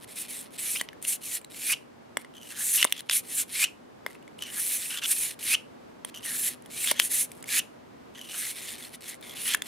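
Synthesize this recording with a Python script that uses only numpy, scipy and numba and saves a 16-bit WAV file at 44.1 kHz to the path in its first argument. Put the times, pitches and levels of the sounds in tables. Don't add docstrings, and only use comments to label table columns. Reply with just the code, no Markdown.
import sys
import numpy as np
from scipy import signal
from scipy.fft import rfft, irfft, next_fast_len
from scipy.io import wavfile
from numba import njit

SR = 44100
rng = np.random.default_rng(int(sys.argv[2]) if len(sys.argv) > 2 else 0)


def pcm_store(signal):
    levels = np.round(np.clip(np.atleast_2d(signal), -1, 1) * 32767)
    wavfile.write(sys.argv[1], SR, levels.astype(np.int16).T)


def how_loud(loudness_db):
    steps = np.asarray(loudness_db, float) / 20
    return 10 ** steps


N = 426447


def rms_one(x):
    return x / np.sqrt(np.mean(x ** 2) + 1e-20)


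def colour(x, points):
    hz, db = np.transpose(points)
    size = next_fast_len(N + 4096)
    log_hz = np.log(np.maximum(np.fft.rfftfreq(size, 1 / SR), 1))
    gain = how_loud(np.interp(log_hz, np.log(hz), db))
    return irfft(rfft(x, size) * gain, size)[..., :N]


def drift(rate_hz):
    r = np.exp(-2 * np.pi * rate_hz / SR)
    noise = rng.standard_normal(N + 9000)
    return rms_one(signal.lfilter([1], [1, -2 * r, r * r], noise)[9000:])


def band(x, low_hz, high_hz):
    return signal.sosfilt(signal.butter(3, [low_hz, high_hz], "band", fs=SR, output="sos"), x)


def mode(t, hz, db, t60_s):
    return how_loud(db - 60 * t / t60_s) * np.sin(2 * np.pi * hz * t)


@njit
def sliding(x, turn, r):
    y = np.zeros(len(x))
    for i in range(2, len(x)):
        drive = (1 - r[i] * r[i]) / 2 * (x[i] - x[i - 2])
        y[i] = drive + r[i] * turn[i] * y[i - 1] - r[i] * r[i] * y[i - 2]
    return y


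def resonance(x, hz, width_hz):
    turn = 2 * np.cos(2 * np.pi * hz / SR) * np.ones(N)
    radius = np.exp(-np.pi * width_hz / SR) * np.ones(N)
    return sliding(x, turn, radius)


def air():
    # hz, level_db (per Hz)
    mid_colour = [(15, -61.5), (25, -28.5), (114, -7.5), (208, -6), (238, 0.5), (273, -5), (321, -5.5),
                  (809, -12.5), (927, -13), (1060, -13.5), (1640, -18.5), (15200, -42.5), (16500, -55.5)]
    side_colour = [(15, -50), (25, -23), (114, -19), (182, -2.5), (214, -3.5), (252, -0.5), (568, -1.5),
                   (3410, -25.5), (5720, -30), (6550, -33), (15200, -36.5), (16500, -62)]
    # hz, rms_db, width_hz
    mains = [(121, -77.5, 15), (248.6, -68, 13)]
    # time_s, level_db
    swell_points = [(0, 0), (2.5, -1.5), (5, 0.5), (7.5, 1), (8.5, -1), (9.67, 1.5)]
    mid = how_loud(-54) * rms_one(colour(rng.standard_normal(N), mid_colour))
    side = how_loud(-52) * rms_one(colour(rng.standard_normal(N), side_colour))
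    buzz = rng.standard_normal((2, N))
    hum = np.zeros((2, N))
    for hz, rms_db, width_hz in mains:
        hum += how_loud(rms_db) * rms_one(np.array([resonance(row, hz, width_hz) for row in buzz]))
    swell_db = np.interp(np.arange(N) / SR, *np.transpose(swell_points))
    return (np.array([mid, side]) + hum * how_loud([[0], [-3.0]])) * how_loud(0.66 * drift(2.2) + swell_db)


def stroke_curves():
    # start_s, let_go_s, bite_hiss_db, let_go_hiss_db, extra_frame_db
    pushes = [(.075, .125, -53, -45.5, 1), (.15, .222, -41, -34, -0.5), (.283, .414, -40, -41.5, -0.5),
              (.578, .722, -35.5, -30.5, -0.5), (.705, .79, -28, -38.5, -3), (2.44, 2.524, -55, -42, 0),
              (2.555, 2.6, -43, -33, -1), (2.59, 2.746, -32, -25.5, -3.5), (2.74, 2.83, -20.5, -34, 2),
              (4.49, 4.575, -47.5, -33, -1), (4.565, 4.772, -32, -28, -1), (4.77, 4.96, -34, -38.5, -2),
              (6.235, 6.49, -37.5, -28, -1), (6.70, 6.85, -47, -27, 0.5), (6.85, 6.905, -28, -31.5, 3.5),
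              (8.27, 8.388, -54, -33.5, 0), (8.37, 8.515, -33, -35, 1), (8.55, 8.61, -41.5, -45, 0.5),
              (8.61, 8.66, -43, -40.5, 2), (8.665, 8.74, -42, -42, 2), (8.78, 8.87, -49, -48.5, 1),
              (9.008, 9.1, -56.5, -37.5, 0.5), (9.35, 9.49, -47, -28.5, 2.5)]
    pulls = [(1.013, 1.045, -38.5, -38, -2), (1.048, 1.128, -27, -26, -3.5), (1.205, 1.35, -39.5, -31, -2),
             (3.09, 3.168, -30.5, -22.5, -2.5), (3.235, 3.4, -48.5, -25, -2),
             (5.005, 5.115, -44, -21.5, -2.5), (5.12, 5.232, -32.5, -29, -3),
             (5.22, 5.3, -29.5, -38.5, 0.5), (6.95, 7.055, -43, -29, -1.5), (7.083, 7.22, -27.5, -26, -2.5)]
    exits = [(1.5, 1.725, -46.5, -24.5, 0), (3.48, 3.645, -37.5, -24.5, 4.5), (5.385, 5.54, -36, -24.5, 2),
             (7.455, 7.592, -32.5, -23, 4.5), (9.46, 9.545, -31, -34, 7)]
    grazes = [(0, .04, -51.5, -46, 0), (.505, .57, -49.5, -57.5, -0.5), (2.175, 2.21, -55, -67.5, -6),
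              (2.34, 2.46, -65, -55, -15), (2.86, 2.92, -54.5, -46, 3.5), (2.928, 3.008, -57.5, -52, 6),
              (4.068, 4.164, -61, -72, 1), (4.383, 4.432, -52.5, -50, -2), (4.43, 4.52, -48, -49, 0),
              (6.052, 6.09, -53.5, -69.5, 1), (6.14, 6.19, -51.5, -56, -8), (6.2, 6.24, -59.5, -54, 0),
              (3.05, 3.09, -70.5, -66.5, 0), (6.64, 6.72, -72, -52.5, -3),
              (7.29, 7.318, -60.5, -45.5, -0.5), (7.33, 7.41, -60.5, -60, -6),
              (8.14, 8.278, -62.5, -54, -7), (8.895, 8.96, -48, -50, 0.5), (9.215, 9.34, -47.5, -53.5, 1),
              (9.622, 9.66, -43.5, -56, 0.5)]
    # start_db, bite_s, ease_s, ease_db, stop_s, stop_db
    strokes = [(pushes, (-56, 0.0091, 0.005, 6, 0.0676, -66)),
               (pulls, (-59, 0.0323, 0.03, 10, 0.0439, -55.5)),
               (exits, (-59, 0.0529, 0.0072, 15.5, 0.0084, -58.5)),
               (grazes, (-67, 0.05, 0, 6, 0, -71))]
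    t = np.arange(N) / SR
    power = 0.2
    rest_db = -95.0
    hiss_db, frame_db = np.full(N, rest_db), np.full(N, rest_db)
    for table, (start_db, bite_s, ease_s, ease_db, stop_s, stop_db) in strokes:
        for start, go, bite_db, go_db, extra_db in table:
            times = np.maximum.accumulate([start - .005, start, start + bite_s, go, go + ease_s,
                                           go + stop_s, go + stop_s + .01])
            eased_db = go_db - ease_db
            levels = np.array([rest_db, min(start_db, bite_db), bite_db, go_db, eased_db,
                               min(stop_db, eased_db), rest_db])
            on = slice(max(int(times[0] * SR), 0), int(times[-1] * SR))
            level_db = 20 * np.log10(np.interp(t[on], times, how_loud(power * levels))) / power
            shake_db = level_db - 7.5 + extra_db - 0.31 * (np.maximum(level_db, -60.0) + 33)
            hiss_db[on] = np.maximum(hiss_db[on], level_db)
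            frame_db[on] = np.maximum(frame_db[on], shake_db)
    return hiss_db, frame_db - hiss_db


def slips(per_s, spread_db):
    per_s = np.clip(per_s, 30, .9 * SR)
    sizes = how_loud(spread_db * np.minimum(rng.exponential(1, N), 4)) * (rng.random(N) < per_s / SR)
    return rms_one(sizes / np.sqrt(per_s) * rng.standard_normal((2, N)))


def brush():
    # hz, level_db
    wire_colour = [(2940, -49), (5000, -23.5), (5960, -9), (9770, 3), (11900, 0), (13900, -9), (15500, -10),
                   (16300, -31), (16500, -69)]
    frame_colour = [(530, -33.5), (900, -12), (1360, -2.5), (1810, 7), (2210, 9.5), (3150, 10.5),
                    (4300, 10.5), (4840, 3.5), (5240, 7.5), (6000, -4.5), (7800, -26.5), (13200, -120)]
    # hz, wander_share, width_hz, level_db
    bends = [(8930, 0.18, 870, -3), (6120, 0.15, 480, -1)]
    frame_rings = [(2100, 0.15, 180, 0), (3970, 0.19, 130, -10.5)]
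    hiss_db, frame_db = stroke_curves()
    per_s = 14000.0 * how_loud(0.9 * (hiss_db + 36.5) + 3.0 * drift(60)) + 140.0
    uneven_db = 2.5 * np.clip((-42.0 - hiss_db) / 20.0, 0, 1)
    ticks = slips(per_s, uneven_db) * how_loud(0.9 * drift(30))
    wire = rms_one(colour(ticks, wire_colour))
    for hz, wander, width_hz, level_db in bends:
        centre = hz * np.exp(wander * drift(5.0))
        wire = wire + how_loud(level_db) * np.array([resonance(row, centre, width_hz) for row in wire])
    frame = rms_one(colour(ticks * how_loud(2.0 * drift(28)), frame_colour))
    for hz, wander, width_hz, level_db in frame_rings:
        centre = hz * np.exp(wander * drift(2.95))
        frame = frame + how_loud(level_db) * np.array([resonance(row, centre, width_hz) for row in frame])
    return how_loud(hiss_db) * (wire + how_loud(frame_db) * frame)


def room(x):
    t = np.arange(SR // 2) / SR
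    t60_s = 0.24
    tail = rng.standard_normal((2, len(t))) * np.clip(t / 0.0012, 0, 1) * how_loud(-60 * t / t60_s)
    tail = signal.lfilter([.5], [1, -.45], tail / np.sqrt(np.sum(tail[0] ** 2)))
    flutter = signal.lfilter(*signal.iirpeak(2700.0, 4.5, fs=SR), tail)
    tail = tail + how_loud(-10.0) * flutter
    return how_loud(-17) * signal.fftconvolve(tail, x[None], axes=1)[:, :N] * how_loud([[0], [-4.0]])


def bore(events):
    t = np.arange(N) / SR
    hz, push, per_s = np.full(N, 3000.0), np.zeros(N), np.full(N, 300.0)
    width_hz, over_db = np.full(N, 220.0), np.zeros(N)
    for start, end, from_hz, to_hz, level_db, rate, wide_hz, overtone_db, change_db in events:
        on = t >= start
        part = np.clip((t[on] - start) / (end - start), 0, 1)
        rising = to_hz > from_hz
        hz[on] = from_hz + (to_hz - from_hz) * part ** (2.8 if rising else 1.1)
        per_s[on], width_hz[on], over_db[on] = rate, wide_hz, overtone_db
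        swell_db = change_db * (1 - part if rising else part)
        push[on] = how_loud(level_db - swell_db) * (part < 1)
    ticks = band(slips(per_s * how_loud(3.0 * drift(50)), spread_db=-1.0), 900.0, 10000.0) * push + 1e-18
    column = []
    for row in ticks:
        ground = resonance(row, hz, width_hz) * np.sqrt(220 / width_hz)
        overtone = resonance(row, 2 * hz - 150.0, 0.93 * width_hz)
        column.append(ground + how_loud(over_db) * overtone + how_loud(-27.5) * row)
    return how_loud(19.0) * np.array(column)


def plugged_bore():
    # start_s, end_s, from_hz, to_hz, level_db
    plugs = [(0.587, 0.697, 2160, 1900, -52), (2.503, 2.64, 1620, 1690, -50),
             (4.472, 4.56, 1850, 1750, -51), (4.565, 4.599, 1600, 1850, -45), (4.7, 4.79, 1950, 1900, -51),
             (4.901, 4.996, 1750, 1400, -47), (5.019, 5.062, 1500, 1450, -46.5),
             (5.095, 5.13, 1700, 1900, -44), (6.25, 6.356, 1910, 1650, -45.5),
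             (8.328, 8.477, 1630, 2070, -47), (8.15, 8.21, 1930, 1850, -56.5),
             (9.057, 9.138, 1990, 2050, -51), (9.224, 9.4, 2140, 2040, -53),
             (9.455, 9.548, 1880, 2000, -41), (1.692, 1.74, 2350, 2300, -34),
             (3.6, 3.645, 2350, 2300, -39.5), (5.5, 5.55, 2350, 2300, -41), (7.51, 7.598, 2300, 2200, -41),
             (6.875, 6.922, 1900, 1750, -43), (6.953, 6.99, 1900, 2100, -46), (8.56, 8.74, 2050, 1950, -53),
             (8.8, 8.877, 2070, 2000, -56)]
    return bore(sorted((*row, 2500, 280, -12.5, 3.5) for row in plugs))


def pops():
    # start_s, end_s, level_db
    chirps = [
        (0.75, 0.773, -30.5),
        (1.7, 1.741, -26),
        (3.619, 3.65, -21),
        (5.515, 5.553, -23.5),
        (7.56, 7.601, -28.5),
    ]
    from_hz, to_hz, per_s = 2456, 3120, 2000
    ring = (220, -11.5, 10)     # width_hz, overtone_db, swell_db
    events = [(start, end, from_hz, to_hz, db, per_s, *ring) for start, end, db in chirps]
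    for start, end, db in chirps[1:]:
        events.append((start - 0.068, start, .97 * from_hz, from_hz, db - 15, per_s, *ring))
        events.append((end, end + 0.077, 0.935 * to_hz, 2550, db - 17, per_s, 320, -14.5, 29))
    return events


def rims():
    # start_s, end_s, pitch_hz, level_db
    passes = [
        (0.787, 0.81, 3140, -35),
        (2.779, 2.836, 2800, -26.5),
        (2.966, 3.006, 3160, -44.5),
        (3.09, 3.134, 3200, -29.5),
        (4.899, 4.957, 2760, -37),
        (4.957, 4.995, 3050, -35.5),
        (5.018, 5.06, 2960, -31.5),
        (9.477, 9.552, 3060, -29.5),
    ]
    climb_hz = 190
    return [(start, end, hz, hz + climb_hz, db - 2.5, 3000, 500, -17.5, 6) for start, end, hz, db in passes]


def entries():
    # start_s, end_s, pitch_hz, level_db
    mouthfuls = [
        (2.342, 2.5, 3180, -55),
        (4.41, 4.508, 3050, -42),
        (6.142, 6.196, 3100, -46),
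        (6.228, 6.27, 2950, -46),
        (6.878, 6.92, 3380, -28.5),
        (6.96, 7.03, 3210, -35.5),
        (8.149, 8.344, 3150, -48.5),
        (8.56, 8.74, 3700, -50),
        (9.051, 9.13, 3420, -51),
        (9.225, 9.354, 3480, -50.5),
    ]
    events = []
    for start, end, hz, db in mouthfuls:
        sag_hz = 1500 * (end - start)
        per_s = 2500 * how_loud(0.3 * (db + 40.5))
        events.append((start, end, hz, hz - sag_hz, db - 4.0, per_s, 210, -10, 2.5))
    return events


def open_bore():
    return bore(sorted(pops() + rims() + entries()))


def cracks():
    # time_s, peak_db, wire_over_peak_db, ring_hz, ring_time_factor
    hard_hits = [(2.844, -2, 2, 2160, .5), (2.9242, -2, -2.5, 3390, 0.53), (6.9962, -16, 8, 3300, .6),
                 (6.9987, 2.5, -2.5, 3150, 0.35), (9.6206, -13, -7.5, 3300, 0.66),
                 (2.8958, -33, 0, 2030, .8), (2.906, -33, -4, 1800, .8), (2.915, -35, 6, 2000, .6),
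                 (9.571, -32, -3, 2090, .7), (9.645, -40, 8, 3000, .6), (.76, -16, -12, 2000, .8)]
    return [(s, db, -26, wire_db, hz, ring, 0, 1800) for s, db, wire_db, hz, ring in hard_hits]


def bumps():
    # time_s, peak_db, wire_over_peak_db, ring_hz, thud_over_peak_db
    body_hits = [(0.812, -9, -3.5, 2030, -9), (0.9304, -32, -13, 1820, -24), (1.414, -36, -8, 2250, -20),
                 (1.5457, -34, -13, 2200, -19), (2.1703, -8, -8, 2150, -8.5),
                 (2.247, -31.5, -19, 2100, -12), (2.3386, -38, -18, 3140, -18),
                 (2.849, -3, -5.5, 2000, 0.5), (4.0636, -11.5, -17, 2130, -5), (4.106, -35, -12, 1950, -8),
                 (4.152, -33, -22, 2630, -10), (4.278, -35, -13, 2370, -19), (5.3901, -34, -8, 2300, -19),
                 (6.0479, -16, -3, 3130, -1), (6.076, -42, -13, 3120, -16), (6.208, -37, -4, 2900, -13),
                 (6.6596, -32, -2, 2100, -17), (6.9123, -7, 0.5, 1900, -11), (6.9156, -10, -10.5, 1760, -5),
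                 (7.426, -28.5, -3.5, 3780, -16), (8.155, -32, -17, 3070, -15),
                 (9.5463, -4.5, -5.5, 1800, -13)]
    return [(s, db, thud_db, wire_db, hz, 1, -1, 1500) for s, db, wire_db, hz, thud_db in body_hits]


def clicks():
    # time_s, peak_db, wire_over_peak_db, ring_hz
    rim_hits = [(0.8882, -20, -26, 2700), (1.0253, -21, 12, 3230), (1.05, -17, -1, 2870),
                (1.446, -28.5, 1, 4040), (2.8278, 1, -10, 2950), (3.0969, -6, -16, 2860),
                (4.3898, -28, -5, 3080), (4.8578, -20.5, -11, 2650), (5.4282, -21, -2, 2840),
                (6.143, -30, -7, 2990), (6.8737, -10.5, -12.5, 3280), (7.3168, -27, 2, 2330),
                (7.441, -27.5, -2, 2230), (7.4824, -24, -4, 2300), (9.1433, -31, -6, 2000),
                (9.21, -36.5, 7, 3300), (3.006, -24, -9, 3300), (3.018, -40, 0, 3276),
                (4.226, -41, -6, 2900), (6.622, -39, 5, 2900), (9.32, -42, 3, 3400),
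                (2.8725, -23, -19.5, 3420)]
    return [(s, db, -26, wire_db, hz, .8, 0, 1800) for s, db, wire_db, hz in rim_hits]


def knocks():
    # hz, level_db, t60_s
    body_modes = [(287, -12, 0.013), (620, 1, 0.012), (950, 0, 0.011)]
    # hz, level_db, t60_s
    frame_modes = [(1700, -19, 0.003), (2100, -5.5, 0.014), (2900, -5.5, 0.013), (3400, -3, 0.0058),
                   (4370, -25, .005), (5000, -7, 0.0034)]
    # low_hz, high_hz, level_db, t60_s
    wire_bands = [(3870, 5600, -3, .009), (5500, 8000, 0, 0.014), (8000, 9600, 7, .015),
                  (9600, 11800, 3, 0.015), (11500, 22000, -7.5, 0.012)]
    out, t = np.zeros((2, N + 4000)), np.arange(4000) / SR
    for s, peak_db, thud_db, wire_db, hz, ring, frame_db, low_hz in cracks() + bumps() + clicks():
        chatter = rng.standard_normal((2, 200))
        modes = [(f, db + frame_db, t60_s) for f, db, t60_s in frame_modes] + [(hz, 2, .015)]
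        sharp = np.zeros(len(t))
        for f, db, t60_s in modes:
            level_luck, pitch_luck = rng.standard_normal(2)
            sharp += mode(t, f * (1 + 0.027 * pitch_luck), db + 1.5 * level_luck, t60_s * ring)
        jingle = np.pad(chatter[1], (0, len(t) - 200))
        for low, high, db, t60_s in wire_bands:
            sharp += how_loud(db + wire_db + 7.5 - 60 * t / (t60_s * ring)) * band(jingle, low, high)
        dull = sum(mode(t, f, db + thud_db, t60_s) for f, db, t60_s in body_modes)
        crack = t == 0
        body = band(sharp + crack, low_hz, 18000.0) + band(dull, 220.0, 1700.0)
        push = signal.lfilter([1, -1], [1, -.85], chatter)
        push = push * [[0.26], [.5]] * how_loud(-60 * t[:200] / (0.006 * ring))
        push[0, 0] += 1
        hit = signal.fftconvolve(push, body[None], axes=1)[:, :4000]
        at = round(s * SR)
        out[:, at:at + 4000] += how_loud(peak_db - 4.0) * hit / np.abs(hit[0]).max() * [[1], [1.5]]
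    return out[:, :N]


def flicks():
    # time_s, peak_db, pitch_hz flicks around knocks, pops and strokes, many of them strong
    scattered = [(.7978, -25, 3200), (2.8135, -17, 2960), (4.4065, -43, 3100), (5.022, -31, 2800),
                 (6.886, -20, 3500), (6.9932, -16.5, 3360), (7.0018, -19, 3250), (9.5372, -16, 3360),
                 (1.732, -18.5, 2950), (3.64, -19, 2950), (5.545, -22, 2950), (7.592, -20, 2750)]
    at_muzzle = [(1.5199, -41.5, 3790), (2.3534, -44, 3130), (2.3675, -42, 2990), (2.38, -42, 3060),
                 (2.4139, -44, 3060), (2.4224, -43, 2940), (2.4304, -37, 2960), (2.4523, -41, 2930),
                 (2.4708, -41, 2860), (2.5047, -34, 2710), (2.5514, -38.5, 3120), (2.607, -29.5, 1740),
                 (4.4224, -22.5, 3020), (4.4354, -29, 2950), (4.4662, -35, 2770), (4.5014, -38, 3060),
                 (6.1466, -33, 3050), (6.1604, -34, 2910), (6.1734, -34, 2870), (6.2287, -39, 2930),
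                 (6.2334, -38, 3010), (6.2414, -36, 3180), (6.2594, -31, 2810), (6.2806, -31, 1840),
                 (7.4894, -26, 2330), (8.1774, -41, 3390), (8.1823, -38, 1880), (8.1914, -38, 3070),
                 (8.2132, -33, 3010), (8.2492, -39, 3080), (8.2721, -42, 2830), (8.2955, -34, 2950),
                 (8.3115, -32, 2980), (8.3174, -34, 2760), (8.3424, -33, 2970)]
    at_rim = [(2.7766, -19, 2910), (2.9642, -34, 3400), (2.9784, -32, 3380), (2.9921, -30, 3390),
              (3.1104, -16, 3460), (3.1294, -21, 3420), (4.9057, -24.5, 2910), (4.9254, -30, 3090),
              (4.9424, -32, 2880), (4.9731, -23, 3500), (4.985, -26.5, 3210), (5.036, -22, 2760),
              (5.0417, -21, 3450), (5.0524, -23, 3160), (5.0574, -23.5, 3260), (6.8428, -24.5, 2160),
              (7.0194, -26, 3440), (8.6872, -31, 3610), (8.7044, -33, 3570), (8.7374, -37, 3520),
              (8.7424, -41, 3160), (8.7504, -41, 2060), (8.7889, -41, 2220), (8.8024, -39, 2200),
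              (8.8243, -34, 3450), (8.8374, -35, 3400), (8.8494, -35, 4280), (8.9456, -38, 3500),
              (9.2264, -36, 3630), (9.295, -33, 3390), (9.3094, -36, 3320), (9.3571, -38, 3470),
              (9.3691, -34, 3420), (9.4574, -25, 2920), (9.4784, -21, 3100)]
    # ring_t60_s, overtone_db, snap_db, snap_t60_s
    muzzle_ring, rim_ring = (0.03, -9.5, -1.5, 0.02), (0.0248, -15, -5, 0.04)
    out, t = np.zeros((2, N + 2000)), np.arange(2000) / SR
    kinds = [(scattered, rim_ring), (at_muzzle, muzzle_ring), (at_rim, rim_ring)]
    for table, (ring_s, over_db, snap_db, snap_s) in kinds:
        for s, peak_db, hz in table:
            overtone = mode(t, 2.02 * hz, over_db + 3.0 * rng.standard_normal(), .7 * ring_s)
            ring = (mode(t, hz, 0, ring_s) + overtone) * np.clip(t / .0005, 0, 1)
            grit = rng.standard_normal((2, 2000))
            snap = band(grit * how_loud(snap_db - 60 * t / snap_s), 1400.0, 13000.0)
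            at = round(s * SR)
            out[:, at:at + 2000] += how_loud(peak_db - 2.0) * (ring * [[1], [.3]] + snap)
    return out[:, :N]


def scene():
    # hz, side_over_mid_db
    width_points = [(60, -6), (110, -12), (200, -6.5), (380, 0.5), (700, -12), (1290, -13), (2380, -38.5),
                    (4400, -11), (8120, -7), (15000, 0.5)]
    # hz, level_db
    lean_left = [(10000, -48), (12500, -18), (16000, -17)]
    lean_right = [(5000, -51), (8000, -24.5), (10500, -17.5), (12000, -48)]
    near, twin = brush() + plugged_bore() + open_bore() + knocks() + flicks()
    lag = np.gradient(near)
    wide = colour(0.63 * twin + .45 * lag, width_points)
    mid, side = np.array([near, wide]) + room(near) + air()
    side = side + colour(near, lean_left) - colour(near, lean_right)
    return np.array([mid + side, mid - side])


def top_cut(x):
    return signal.sosfilt(signal.butter(12, 16940, fs=SR, output="sos"), x)


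def record(dry):
    cut = signal.sosfilt(signal.cheby2(10, 60, 16950, fs=SR, output="sos"), dry)
    return top_cut(np.clip(cut, -1, 1))


dry = scene()
out = record(dry)
pcm_store(out)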